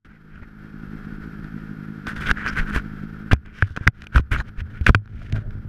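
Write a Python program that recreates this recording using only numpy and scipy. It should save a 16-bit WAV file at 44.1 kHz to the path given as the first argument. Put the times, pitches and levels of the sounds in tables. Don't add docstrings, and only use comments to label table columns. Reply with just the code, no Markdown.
import sys
import numpy as np
from scipy import signal
from scipy.fft import rfft, irfft
from scipy.io import wavfile
from scipy.ndimage import uniform_filter1d

SR = 44100
rng = np.random.default_rng(int(sys.argv[2]) if len(sys.argv) > 2 else 0)


def master_out(mix):
    frames = np.transpose(np.atleast_2d(mix))
    ceiling = np.clip(frames, -1, 1)
    pcm = np.round(ceiling * 32767).astype(np.int16)
    wavfile.write(sys.argv[1], SR, pcm)


N = 250834
FIRING_HZ = 52.52

# t/s, level/dB
CAMERA_GAIN = [(0, -54), (.04, -49), (.055, -14), (.3, -11.5), (.5, -8), (.75, -5), (.95, -2), (2.28, -1.5),
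               (2.33, 1), (2.4, -2.5), (2.7, 0.5), (3.31, -3), (3.35, -17), (3.47, -11.5), (3.6, -15),
               (3.65, -12), (3.86, -29), (3.9, -26), (4.0, -11), (4.13, -11.5), (4.22, -16), (4.29, -14.5),
               (4.45, -10.5), (4.84, -8), (4.9, -20.5), (5.02, -22), (5.12, -14.5), (5.3, -11.5),
               (5.69, -7.5)]
# t/s, level/dB
FULL_FIRINGS = [(.648, -29.5), (.743, -27.5), (.762, -31), (0.836, -26.5), (0.916, -31), (.935, -26),
                (0.953, -25.5), (1.071, -24), (1.126, -24), (1.184, -26), (1.26, -28), (1.277, -25.5),
                (1.335, -28), (1.393, -26.5), (1.449, -24), (1.544, -26), (1.564, -26), (1.638, -28),
                (1.695, -30), (1.714, -25), (1.789, -27), (1.829, -28), (1.886, -27.5), (1.905, -26),
                (1.98, -27), (2.06, -29.5), (2.077, -22), (2.134, -26), (2.21, -28), (2.463, -40),
                (2.497, -29), (2.629, -27.5), (2.707, -22), (2.861, -25.5), (2.937, -26.5), (3.037, -22.5),
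                (3.13, -29), (3.207, -28.5), (3.263, -28)]
# multiple of firing rate, level/dB
PIPE_HARMONICS = [(2, -51), (3, -38.5), (4, -37), (5, -49), (6, -53.5)]
# f/Hz, density/dB
WHIR_SPECTRUM = [(250, 0.5), (440, -5), (620, -15), (1050, -13.5), (1300, -5.5), (1500, -3.5), (1800, -10),
                 (2100, -15.5), (2800, -23), (3350, -27), (5500, -33.5), (6600, -40), (9500, -43.5),
                 (15000, -44.5)]
# f/Hz, width/Hz, gain/dB
METAL_MODES = [(1310, 70, -4.5), (1470, 70, -7), (1620, 170, -9), (3210, 110, 1.5), (4000, 77, -13),
               (4910, 89, -4)]
# t/s, level/dB
SHAKE_LEVEL = [(0, -77), (3.2, -53), (3.7, -47.5), (4.0, -47.5), (4.7, -43), (5.05, -42.5), (5.2, -40),
               (5.29, -36), (5.345, -19.5), (5.41, -29.5), (5.47, -35), (5.52, -27.5), (5.62, -32.5),
               (5.69, -37.5)]
# start/s, hardest/s, end/s, rub/dB, rasp/dB, hiss/dB, rumble/dB
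SLIDES = [(0.048, 0.047, 0.07, -51, -51.5, -63, -41), (0.075, 0.095, 0.15, -53.5, -68, -84, -45.5),
          (0.272, 0.357, 0.44, -54, -59, -82, -43), (0.414, 0.433, 0.43, -55, -67, -83, -26.5),
          (2.06, 2.08, 2.147, -29.5, -42, -45, -37), (2.155, 2.16, 2.26, -34, -52, -49.5, -31),
          (2.201, 2.214, 2.326, -33, -38, -48, -31), (2.258, 2.307, 2.314, -22, -27, -46, -26),
          (2.358, 2.38, 2.53, -31, -55, -86, -36), (2.437, 2.476, 2.52, -26, -30.5, -51, -38),
          (2.474, 2.506, 2.445, -28, -48, -41, -41), (2.512, 2.533, 2.55, -37, -43, -48.5, -29.5),
          (2.546, 2.58, 2.646, -25, -34.5, -46.5, -27), (2.651, 2.723, 2.704, -26.5, -41, -48.5, -47),
          (2.713, 2.76, 2.805, -24.5, -33.5, -41.5, -22.5), (3.313, 3.313, 3.343, -19, -22.5, -44, -32),
          (3.45, 3.454, 3.6, -55, -54.5, -81, -39.5), (3.526, 3.593, 3.68, -46.5, -45.5, -56.5, -43),
          (3.65, 3.68, 3.83, -50.5, -72, -61.5, -44), (3.762, 3.77, 3.753, -24.5, -30, -49, -32),
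          (3.772, 3.847, 3.9, -43, -52.5, -62, -40), (3.935, 4.065, 4.05, -52, -54.5, -61, -40.5),
          (4.12, 4.15, 4.155, -36.5, -42, -55, -38), (4.144, 4.162, 4.21, -30, -35.5, -41.5, -16.5),
          (4.31, 4.32, 4.39, -24.5, -27.5, -43, -18), (4.376, 4.399, 4.425, -34, -45, -49.5, -25.5),
          (4.454, 4.493, 4.5, -49, -49, -58.5, -31.5), (4.573, 4.605, 4.62, -44, -40, -51, -35),
          (4.69, 4.707, 4.8, -54, -64, -65.5, -35.5), (4.738, 4.772, 4.81, -48.5, -49, -68, -48),
          (4.827, 4.856, 4.96, -58, -63.5, -56.5, -37.5), (4.863, 4.883, 4.904, -23.5, -26, -42, -15),
          (5.08, 5.247, 5.38, -60, -55, -62, -37), (5.338, 5.355, 5.43, -41.5, -49, -56.5, -38)]
# f/Hz, density/dB
RUB_SPECTRUM = [(150, -3), (400, -13.5), (750, -21), (1150, -10), (1520, 4), (1800, -6.5), (2400, -21.5),
                (4000, -33.5), (15000, -57)]
RASP_SPECTRUM = [(900, -20), (1600, 1.5), (2000, 2.5), (2350, 2.5), (2650, -3.5), (3200, -6.5),
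                 (3800, -29.5), (6000, -40.5), (15000, -51)]
HISS_SPECTRUM = [(1500, -19), (2800, 5), (3400, 4.5), (4300, -3), (5700, -4.5), (7500, -14.5),
                 (10000, -15.5), (13000, -22), (15500, -22)]
SIZZLE_SPECTRUM = [(700, -0.5), (1500, 9), (2500, 7.5), (4000, 0), (6000, -3), (8500, 1), (12000, -3.5),
                   (14000, -7), (15500, -18.5)]
# start/s, end/s, f/Hz, width/Hz, level/dB
GRIP_SQUEAKS = [(0.076, .19, 2000, 490, -62), (0.415, 0.449, 2040, 384, -48.5),
                (0.43, 0.44, 1080, 774, -54), (2.258, 2.284, 3200, 600, -36),
                (2.355, 2.446, 1800, 467, -36), (2.474, 2.504, 5100, 900.6, -39.5),
                (2.57, 2.609, 1940, 450, -27), (3.314, 3.331, 2670, 795, -28.5),
                (3.544, 3.612, 5400, 700, -63.5), (4.366, 4.418, 6660, 684, -59),
                (4.37, 4.418, 3850, 500, -47), (4.387, 4.422, 973, 200, -37),
                (4.874, 4.893, 2570, 590, -23.5), (5.21, 5.237, 640, 120, -55), (5.311, 5.39, 640, 90, -47),
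                (5.42, 5.511, 607, 59.2, -53), (5.44, 5.518, 413, 71.5, -53.5)]
# t/s, ring level/dB, ring f/Hz, crack level/dB, crack decay/ms
CONTACTS = [(.357, -43, 1620, -44, 0.74), (.431, -36, 1480, -63, 0.87), (1.444, -40, 1510, -31, 0.31),
            (2.069, -21.5, 1300, -27.5, 2.2), (2.164, -23.5, 1590, -31.5, 1), (2.269, -33, 1580, -30, 3.3),
            (2.294, -11.5, 1510, -46, 1.8), (2.305, -18, 1610, -33, 2.5), (2.312, -3.5, 1569, -13.5, 1.9),
            (2.463, -10, 1465, -24, 0.75), (2.587, -15, 1600, -26.5, 3.6), (2.709, -21, 1461, -42, 0.99),
            (2.762, -31, 1550, -22, 1.7), (3.316, -33, 1520, -26.5, 3.2), (3.332, -13, 760, -6, 0.98),
            (3.341, -37, 1670, -46, 0.91), (3.348, -34, 1500, -45, 0.79), (3.364, -42, 1500, -50, 1),
            (3.46, -39, 1600, -44, 1.8), (3.6235, -3.5, 1590, -21.5, 1.4), (3.763, -22.5, 1500, -31.5, 5.5),
            (3.773, -16.5, 1500, -30, 1.3), (3.871, -10.5, 1600, -32, 1.2), (3.875, -0.5, 1990, -8, 0.95),
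            (3.8759, -1, 1484, -18, 1.94), (4.02, -34, 1540, -30, 1.33), (4.04, -35, 1450, -38, 1.02),
            (4.069, -35, 1520, -31, 1.4), (4.136, -34, 1388, -48, 1.6), (4.1594, -5.5, 1446, -21.5, 1.6),
            (4.18, -11.5, 1320, -19, 1.074), (4.362, -13.5, 1440, -40, 1.9), (4.402, -18, 1680, -30.5, 1.3),
            (4.811, -55, 1443, -40.5, 2.6), (4.865, -4.5, 1926, -14, 1.702),
            (4.8671, -1.5, 1530, -8.5, 0.85), (4.894, -6.5, 1335, -20.5, 1.4), (4.905, -40, 1500, -42, 1.8),
            (4.947, -3.5, 1480, -13.5, 1.9), (4.949, -22, 1491, -21.5, 1.2),
            (5.058, -42.5, 1470, -50, 1.22), (5.076, -41, 1460, -51, 1.1), (5.217, -35.5, 1417, -49, 1.6),
            (5.299, -42, 1713, -46, 2.2), (5.324, -31.5, 1670, -27, 1.94), (5.363, -32, 1471, -22.5, 0.43),
            (5.507, -39, 1530, -44, 1.6)]
# f/Hz, density/dB
CRACK_SPECTRUM = [(200, 2.5), (750, -3.5), (1500, -15.5), (2400, 0.5), (3100, -4.5), (3800, -7.5),
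                  (4700, -14.5), (6000, -17), (8000, -25.5), (12000, -32), (15500, -50.5)]
# f/Hz, width/Hz, gain/dB
CASE_MODES = [(732, 70, -4), (1940, 270, 0), (2430, 160, -2.5), (4860, 230, -4)]
# t/s, level/dB
BLOWS = [(2.312, -25), (2.762, -12), (3.314, -14), (3.332, -7.5), (3.775, -17.5), (3.870, -28),
         (3.879, -16.5), (4.153, -21.5), (4.162, -13.5), (4.18, -32), (4.195, -19.5), (4.335, -23),
         (4.404, -24.5), (4.893, -0.5), (4.949, -8.5), (5.356, -28.5)]
# f/Hz, level/dB, t60/s
HOLLOW_MODES = [(196, 1.5, 0.038), (270, 1.5, .03), (413, -1, .018), (578, -9.5, 0.013), (1032, -2, 0.022)]
# t/s, signed amplitude, f/Hz, t60/s
MOUNT_BUMPS = [(2.312, 0.57, 43.3, 0.042), (2.596, -0.29, 25.2, 0.23), (2.762, 0.27, 55, 0.098),
               (3.320, 0.41, 60.4, 0.071), (3.3313, 1.77, 84.7, 0.037), (3.346, 0.15, 72, 0.15),
               (3.6255, -0.53, 96.3, 0.097), (3.707, 0.073, 84.9, 0.099), (3.773, 0.099, 129, 0.014),
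               (3.810, 0.18, 103, 0.052), (3.868, -0.72, 93, 0.04), (3.881, -0.67, 112, 0.044),
               (4.150, -0.57, 72, 0.045), (4.160, 0.63, 67.1, 0.19), (4.197, 0.53, 85.1, 0.033),
               (4.322, 0.18, 27.8, 0.22), (4.336, -0.32, 59.53, 0.077), (4.581, 0.18, 35.5, .09),
               (4.616, .1, 79.4, 0.23), (4.811, -0.31, 74, 0.11), (4.888, -0.16, 126, 0.017),
               (4.8922, 0.56, 52.5, 0.098), (4.9028, -1.2, 107, 0.032), (4.952, -0.41, 102.6, 0.13),
               (5.147, -0.098, 70.02, 0.094), (5.462, 0.062, 30, 0.17), (5.526, -0.08, 65, 0.21)]


def undb(db):
    return 10 ** (np.asarray(db) / 20)


def clock():
    return np.arange(N) / SR


def envelope(rows):
    return undb(np.interp(clock(), *np.transpose(rows)))


def unit_rms(x):
    return x / np.sqrt(np.mean(x ** 2))


def resonate(x, hz, width_hz):
    return signal.lfilter(*signal.iirpeak(hz, hz / width_hz, fs=SR), x)


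def band(x, first_hz, second_hz):
    return unit_rms(resonate(resonate(x, *first_hz), *second_hz))


def ringing(x, modes):
    return x + sum(undb(db) * resonate(x, hz, width_hz) for hz, width_hz, db in modes)


def colour(x, spectrum, size=2048):
    hz, db = np.transpose(spectrum)
    bins_hz = np.maximum(np.fft.rfftfreq(size, 1 / SR), 1)
    gain = undb(np.interp(np.log(bins_hz), np.log(hz), db)) * np.minimum(bins_hz / hz[0], 1)
    cepstrum = irfft(np.log(gain))
    cepstrum[1:size // 2] *= 2
    cepstrum[size // 2 + 1:] = 0
    response = irfft(np.exp(rfft(cepstrum)))
    return signal.fftconvolve(x, response / np.linalg.norm(response))[:N]


def wander(rate_hz):
    knots = rng.standard_normal(int(N / SR * rate_hz) + 2)
    return 0.91 * np.interp(clock() * rate_hz, np.arange(len(knots)), knots)


def slips(rate_hz, spread_db):
    sizes = undb(spread_db * np.minimum(rng.exponential(size=N), 4))
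    return unit_rms((rng.random(N) < rate_hz / SR) * sizes * rng.standard_normal(N))


def pulses(times_s, sizes):
    return np.bincount(np.clip(times_s * SR, 0, N - 1).astype(int), sizes, N)


def firings(jitter_s=0.00076):
    marks_s = np.r_[0, [s for s, _ in FULL_FIRINGS], N / SR]
    turns = np.maximum(np.round(np.diff(marks_s) * FIRING_HZ), 1)
    count = np.r_[0, np.cumsum(turns)].astype(int)
    late_s = jitter_s * np.clip(rng.standard_normal(count[-1]), -2, 2)
    late_s[count[:-1]] = 0
    return np.interp(np.arange(count[-1]), count, marks_s) + late_s, count[1:-1]


def exhaust(times_s, full, gain, weak_db=-39, scatter_db=4, puff_hz=208, puff_s=0.0023,
            answer_db=-9, answer_s=0.01, waver_db=2):
    scatter = np.clip(rng.standard_normal((len(times_s), 2)), -2, 1.3).T
    weak, answer = undb(weak_db + scatter_db * scatter) * np.interp(times_s, clock(), gain)
    strength = weak.copy()
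    strength[full] = undb([db - 1.5 for _, db in FULL_FIRINGS])
    kicks = pulses(times_s, strength) + pulses(times_s + answer_s, undb(answer_db) * answer)
    t = np.arange(-512, 513) / SR
    puff = np.exp(-((t - .001) / puff_s) ** 2) * np.cos(2 * np.pi * puff_hz * t)
    puffs = signal.fftconvolve(kicks, puff, "same")
    turn = np.interp(clock(), times_s, np.arange(len(times_s)))
    hum = sum(undb(db + waver_db * wander(14)) * np.cos(2 * np.pi * round(k) * turn)
              for k, db in PIPE_HARMONICS)
    surge = np.interp(clock(), times_s, uniform_filter1d(strength / weak, size=3)) ** 0.32
    return puffs + gain * surge / surge.mean() * hum


def whir(times_s, level_db=-43, flicker_db=1.94):
    smooth_s = uniform_filter1d(times_s, size=5, mode="nearest")
    turn = np.interp(clock(), smooth_s, np.arange(len(times_s)))
    one_turn = rng.standard_normal(int(SR / FIRING_HZ))
    repeating = one_turn[(turn % 1 * len(one_turn)).astype(int)]
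    clatter = (rng.standard_normal(N) + repeating) * undb(flicker_db * wander(60))
    return undb(level_db) * unit_rms(ringing(colour(clatter, WHIR_SPECTRUM), METAL_MODES))


def shake(times_s, scatter=0.73, octave_db=-14, rumble_db=-4):
    kicks = pulses(times_s, 1 + scatter * rng.standard_normal(len(times_s)))
    hum = band(kicks, (106, 35), (120, 74))
    octave = band(kicks, (208, 40), (208, 100))
    rumble = band(rng.standard_normal(N), (29, 34), (32, 78))
    return envelope(SHAKE_LEVEL) * (hum + undb(octave_db) * octave + undb(rumble_db) * rumble)


def scrapes(rub_db=.5, rasp_db=-.5, judder_db=2, spread_db=2.5, sizzle_db=-1):
    t, force = clock(), np.zeros((4, N))
    for start_s, hardest_s, end_s, *levels_db in SLIDES:
        span = slice(int(start_s * SR), int(end_s * SR))
        press = np.interp(t[span], [start_s, hardest_s, end_s], [0, 1, 0])
        force[:, span] += undb(levels_db)[:, None] * (0.14 + 0.95 * press ** 1.35)
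    rub, rasp, hiss, rumble = uniform_filter1d(force, size=90, axis=1)
    judder = undb(judder_db * wander(220))
    layers = ((undb(rub_db) * rub, RUB_SPECTRUM), (undb(rasp_db) * rasp, RASP_SPECTRUM),
              (hiss, HISS_SPECTRUM))
    friction = sum(gain * unit_rms(colour(judder * slips(3000, spread_db), spectrum))
                   for gain, spectrum in layers)
    grip = np.tanh(rub / undb(-25))
    sizzle = hiss * grip * unit_rms(colour(slips(860, 2.8), SIZZLE_SPECTRUM))
    drag = band(rng.standard_normal(N), (28, 60), (36, 120))
    return friction + undb(sizzle_db) * sizzle + rumble * drag


def squeaks():
    out = np.zeros(N)
    for start_s, end_s, hz, width_hz, db in GRIP_SQUEAKS:
        squeak = band(slips(6000, 1.7), (hz, width_hz), (hz, 2 * width_hz))
        progress = np.clip((clock() - start_s) / (end_s - start_s), 0, 1)
        out += undb(db) * squeak * np.sin(np.pi * progress) ** .5
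    return out


def clicks(swell_s=0.00085, tail_db=-27, tail_s=0.0035, crack_gain_db=2, contact_s=0.00045):
    ring, crack = np.zeros(N), np.zeros(N)
    t = np.arange(SR // 16) / SR
    swell = (t / swell_s * np.exp(1 - t / swell_s)) ** 1.17 + undb(tail_db) * np.exp(-t / tail_s)
    attack = 1 - np.exp(-t / contact_s)
    for start_s, ring_db, hz, crack_db, decay_ms in CONTACTS:
        span = slice(int(start_s * SR), int(start_s * SR) + len(t))
        ring[span] += undb(ring_db) * swell * np.sin(2 * np.pi * hz * t)
        grit = rng.standard_normal(len(t))
        crack[span] += undb(crack_db) * grit * attack * np.exp(-1000 * t / decay_ms)
    return ring + undb(crack_gain_db) * ringing(colour(crack, CRACK_SPECTRUM), CASE_MODES)


def knocks():
    t = np.arange(SR // 10) / SR
    ring = sum(undb(db - 60 * t / t60_s) * np.sin(2 * np.pi * hz * t) for hz, db, t60_s in HOLLOW_MODES)
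    times_s, levels_db = np.transpose(BLOWS)
    return signal.fftconvolve(pulses(times_s, undb(levels_db)), ring / np.abs(ring).max())[:N]


def thumps(contact_s=0.00032):
    out, t = np.zeros(N), np.arange(SR // 7) / SR
    attack = 1 - np.exp(-t / contact_s)
    for start_s, swing, hz, t60_s in MOUNT_BUMPS:
        span = slice(int(start_s * SR), int(start_s * SR) + len(t))
        out[span] += swing * attack * undb(-60 * t / t60_s) * np.sin(2 * np.pi * hz * t)
    return out


def sway(level_db=-41, gust_db=3):
    gusts = undb(level_db + gust_db * wander(2.4))
    return gusts * band(rng.standard_normal(N), (22, 33), (26, 110))


def whine(hz=11430, width_hz=260, burst_hz=60, level_db=-77):
    gate = np.sin(2 * np.pi * burst_hz * clock()) > 0
    return undb(level_db) * band(gate * rng.standard_normal(N), (hz, width_hz), (hz, 2 * width_hz))


def scene():
    times_s, full = firings()
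    gain = envelope(CAMERA_GAIN)
    engine = exhaust(times_s, full, gain) + gain * whir(times_s) + shake(times_s)
    handling = scrapes() + squeaks() + clicks() + knocks() + thumps()
    background = gain * (sway() + whine())
    return (engine + handling + background)[None]


def record(dry):
    cutoff_hz = 15200
    lowpass = signal.ellip(8, .2, 70, cutoff_hz, fs=SR, output="sos")
    return signal.sosfilt(lowpass, np.clip(dry, -1, 1))


dry = scene()
out = record(dry)
master_out(out)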